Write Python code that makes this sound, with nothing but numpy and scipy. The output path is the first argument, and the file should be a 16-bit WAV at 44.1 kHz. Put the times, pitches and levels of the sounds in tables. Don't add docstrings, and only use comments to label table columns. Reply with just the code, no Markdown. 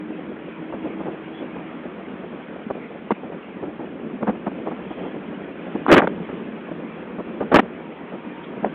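import sys
import numpy as np
from scipy import signal
from scipy.fft import rfft, irfft, next_fast_len
from scipy.io import wavfile
from scipy.ndimage import map_coordinates

SR = 44100
rng = np.random.default_rng(int(sys.argv[2]) if len(sys.argv) > 2 else 0)


def inscribe(sig):
    pcm = np.round(np.clip(np.atleast_2d(sig).T, -1, 1) * 32767)
    wavfile.write(sys.argv[1], SR, pcm.astype(np.int16))


N = 385434
TIME = np.arange(N) / SR


def amp(db):
    return 10 ** (np.asarray(db) / 20)


def unit_rms(x):
    return x / np.sqrt(np.mean(x ** 2) + 1e-20)


def curves(rows):
    time_s, *columns = np.transpose(rows)
    return [np.interp(TIME, time_s, column) for column in columns]


def wobble(per_s):
    return map_coordinates(rng.standard_normal(int(N * per_s / SR) + 4), [TIME * per_s])


def filtered(x, response):
    size = next_fast_len(len(x) + 4096)
    return irfft(rfft(x, size) * response(np.fft.rfftfreq(size, 1 / SR)), size)[:len(x)]


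def colour(points, hz):
    freq_hz, gain_db = np.transpose(points)
    return amp(np.interp(np.log(hz + 1), np.log(freq_hz), gain_db, right=-120))


def noise(points):
    return unit_rms(filtered(rng.standard_normal(N), lambda hz: colour(points, hz)))


def swell(t, length_s):
    return np.exp(-np.abs(2 * t / length_s) ** 3 / 2)


def patchy(x, depth_db):
    spectra = signal.stft(x, nperseg=1024)[2]
    patch = np.outer(np.hanning(9), np.hanning(9))
    field = signal.fftconvolve(rng.standard_normal(spectra.shape), patch, 'same')
    spectra = spectra * amp(depth_db * unit_rms(field))
    return unit_rms(signal.istft(spectra, nperseg=1024)[1][:N])


def chatter(count=300, rise_s=.0016, t60_s=.053):
    t = np.arange(SR // 20) / SR
    when, pitch, size = rng.random((count, 3)).T[:, :, None]
    pitch_hz = 1500 + 1500 * pitch
    level_db = -48 + 8 * size - 4 * pitch
    envelope = amp(level_db - 60 * t / t60_s) * (1 - np.exp(-t / rise_s))
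    ticks = envelope * np.sin(2 * np.pi * pitch_hz * t)
    samples = (when * N).astype(int) + np.arange(len(t))
    return np.bincount(samples.ravel(), ticks.ravel(), N)[:N]


# centre_s, length_s, pitch_hz, width_hz, level_db
SQUEAKS_AND_WHISTLE = [(0.154, .045, 2570, 100, -50), (0.918, .044, 2270, 130, -48),
                       (1.379, 0.075, 3340, 128, -52), (1.58, .06, 2500, 100, -51),
                       (2.839, 0.061, 2180, 390, -46), (5.003, 0.24, 3220, 220, -57),
                       (8.446, 0.018, 3270, 380, -50), (8.3, 0.9, 938, 23.6, -51)]


def squeaks_and_whistle():
    out = np.zeros(N)
    for centre_s, length_s, pitch_hz, width_hz, level_db in SQUEAKS_AND_WHISTLE:
        near = np.abs(TIME - centre_s) < .5
        white = rng.standard_normal(N)[near]
        band = filtered(white, lambda hz: np.exp(-((hz - pitch_hz) / width_hz) ** 2))
        out[near] += amp(level_db) * swell(TIME[near] - centre_s, length_s) * unit_rms(band)
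    return out


# time_s, pitch_hz, level_db
GEAR_WHINE = [(0, 308.5, -36.5), (.5, 315.8, -41), (.88, 320.2, -35), (1.3, 323, -40.5), (2.2, 309.8, -48),
              (8.74, 311.7, -59)]


def drivetrain():
    pitch_hz, level_db = curves(GEAR_WHINE)
    unsteady_hz = pitch_hz * (1 + .006 * wobble(14))
    phase = 2 * np.pi * np.cumsum(unsteady_hz) / SR
    return amp(level_db + 2 * wobble(16)) * unit_rms(np.sin(phase))


# freq_hz, gain_db
TYRE_SPECTRUM = [(150, -30), (500, 4.5), (1000, 3), (1650, 1), (2000, -1.5), (2450, -1), (2850, -7),
                 (3300, -8), (3800, -24), (4300, -37)]
# time_s, relative_db
TYRE_LEVELS = [(0.0, -50.5), (1.12, -48.5), (4.06, -51.5), (4.84, -49), (5.55, -48.5), (5.74, -47.5),
               (7.81, -50), (8.74, -48)]


def tyre_hiss(gain_db=6):
    relative_db, = curves(TYRE_LEVELS)
    grit = patchy(noise(TYRE_SPECTRUM), depth_db=1.6)
    return amp(relative_db + gain_db + .34 * wobble(10)) * grit


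# freq_hz, gain_db
RUMBLE_SPECTRUM = [(25, -40.5), (60, -22), (85, -15), (120, -22), (165, 0), (220, 2.5), (320, 0), (480, -6),
                   (750, -21.5), (1300, -30), (3000, -50.5)]
# time_s, relative_db
RUMBLE_LEVELS = [(0.0, -35.5), (1.02, -34.5), (1.17, -35.5), (3.29, -39.5), (4.04, -35), (4.33, -31.5),
                 (5.5, -36), (5.87, -30.5), (7.06, -34.5), (7.38, -31), (7.89, -39), (8.74, -34)]


def road_rumble(gain_db=-.68, shake_db=2):
    relative_db, = curves(RUMBLE_LEVELS)
    return amp(relative_db + gain_db + shake_db * wobble(22)) * noise(RUMBLE_SPECTRUM)


# start_s, strength_db
ROAD_BUMPS = [(2.665, -21), (3.119, -19), (4.226, -14), (4.284, -12.5), (5.75, -19), (8.628, -20),
              (8.657, -19.5)]


def bumps(pitch_hz=213.7, rise_s=.0024, t60_s=.062, cushion_hz=900):
    t = np.arange(SR // 5) / SR
    envelope = (1 - np.exp(-t / rise_s)) * amp(-60 * t / t60_s)
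    thud = np.gradient(envelope * np.sin(2 * np.pi * pitch_hz * t))
    start_s, strength_db = np.transpose(ROAD_BUMPS)
    blows = np.bincount(np.round(start_s * SR).astype(int), amp(strength_db), N)
    cushioned = filtered(blows, lambda hz: np.exp(-(hz / cushion_hz) ** 2))
    return signal.fftconvolve(cushioned, thud / np.abs(thud).max())[:N]


# freq_hz, gain_db
WIND_SPECTRUM = [(20, -43.5), (35, -33), (60, -16), (120, -13.5), (190, 1), (320, 4), (650, -1), (1000, -5),
                 (1700, -6.5), (2500, -10), (3500, -12), (4100, -23.5), (4700, -55)]


def microphone_port(pressure, bright_hz):
    size = 4096
    hz = np.fft.rfftfreq(size, 1 / SR)
    gain = colour(WIND_SPECTRUM, hz) / np.sqrt(1 + (hz / bright_hz) ** 5)
    cepstrum = irfft(np.log(gain + 1e-6))[:size // 2]
    cepstrum[1:] *= 2
    impulse_response = irfft(np.exp(rfft(cepstrum, size)))
    return signal.fftconvolve(pressure, impulse_response)[:len(pressure)]


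def flutter():
    clumps = amp(3.5 * wobble(25) + 3.9 * wobble(180))
    eddies = clumps * rng.standard_normal(N)
    return amp(-40.5) * unit_rms(microphone_port(eddies, bright_hz=695))


# centre_s, strength_db, pitch_hz
EDDY_SLAPS = [(0.727, -20, 880), (1.0715, -24.5, 746), (2.7103, -16, 850), (3.108, -8, 910),
              (4.279, -17, 1000), (4.674, -17.5, 800), (5.8654, -8, 1040), (6.006, -8, 760),
              (6.0202, -8, 1390), (6.0732, -11, 1400), (6.076, -11, 485), (7.411, -16.5, 493),
              (8.647, -6, 666), (8.6482, -17.5, 1700)]


def slaps():
    port_band = [(30, -30), (170, 0), (2000, 0), (3400, -7), (4200, -30), (4700, -55)]  # freq_hz, gain_db
    pressure = np.zeros(N)
    for centre_s, strength_db, pitch_hz in EDDY_SLAPS:
        phase = 2 * np.pi * pitch_hz * (TIME - centre_s)
        push = np.sin(phase) / (1 + (phase / 5.4) ** 2) ** 2
        pressure += amp(strength_db) * push / push.max()
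    return filtered(pressure, lambda hz: colour(port_band, hz))


def puffs(per_s=3):
    count = int(per_s * N / SR)
    jitter, stretch, weakness = rng.uniform(-1, 1, (count, 3)).T
    centre_s = (np.arange(count) + .5 + jitter / 2) / count * N / SR
    length_s = .016 * 2 ** stretch
    level_db = -31 - 2.5 * weakness
    return np.column_stack([centre_s, length_s, level_db])


# centre_s, length_s, level_db
WINDOW_GUSTS = [(.485, 0.01, -30), (.736, .031, -28.5), (.852, 0.017, -28), (1.007, 0.025, -28.5),
                (1.075, 0.038, -26.5), (1.426, .015, -30.5), (1.564, 0.017, -30.5), (2.707, 0.015, -22),
                (2.912, 0.023, -35), (3.1135, 0.016, -16), (3.665, 0.075, -31.5), (3.839, 0.017, -30),
                (4.23, 0.0072, -21), (4.285, 0.036, -20), (4.472, 0.017, -21), (4.675, 0.031, -25),
                (4.718, 0.016, -25.5), (4.911, 0.013, -26.5), (5.025, 0.11, -29.5), (5.755, 0.017, -24),
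                (5.9, 0.04, -12), (5.931, 0.033, -4.5), (5.977, 0.037, -8), (6.032, 0.03, -18),
                (6.076, 0.0046, -14), (6.294, 0.014, -27.5), (6.719, 0.013, -26), (7.197, 0.028, -26.5),
                (7.418, 0.028, -22.5), (7.53, 0.03, -15), (7.559, 0.035, -7.5), (7.594, .014, -8.5),
                (8.652, 0.041, -25.5)]


def gusts(ragged_db=2, front_s=.002, calm_hz=436, doubling_db=8.5):
    out = np.zeros(N)
    turbulence = amp(ragged_db * wobble(400)) * rng.standard_normal(N)
    for centre_s, length_s, level_db in [*WINDOW_GUSTS, *puffs()]:
        near = np.abs(TIME - centre_s) < .15
        t = TIME[near] - centre_s
        front = np.clip(.5 + (t + length_s / 2) / front_s, 0, 1)
        envelope = front * swell(t, length_s)
        bright_hz = calm_hz + 1400 * 2 ** ((level_db + 10) / doubling_db)
        burst = microphone_port(envelope * turbulence[near], bright_hz)
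        out[near] += amp(level_db) * unit_rms(burst) * np.sqrt(np.mean(envelope ** 2))
    return out


def scene():
    ride = road_rumble() + tyre_hiss() + bumps() + drivetrain() + squeaks_and_whistle() + chatter()
    wind = flutter() + gusts() + slaps()
    return (ride + wind)[None]


def record(dry):
    ceiling, top_hz, edge_hz = .7, 15750, 300
    clipped = np.clip(dry[0], -ceiling, ceiling)
    return filtered(clipped, lambda hz: np.clip((top_hz - hz) / edge_hz, 0, 1))[None]


dry = scene()
out = record(dry)
inscribe(out)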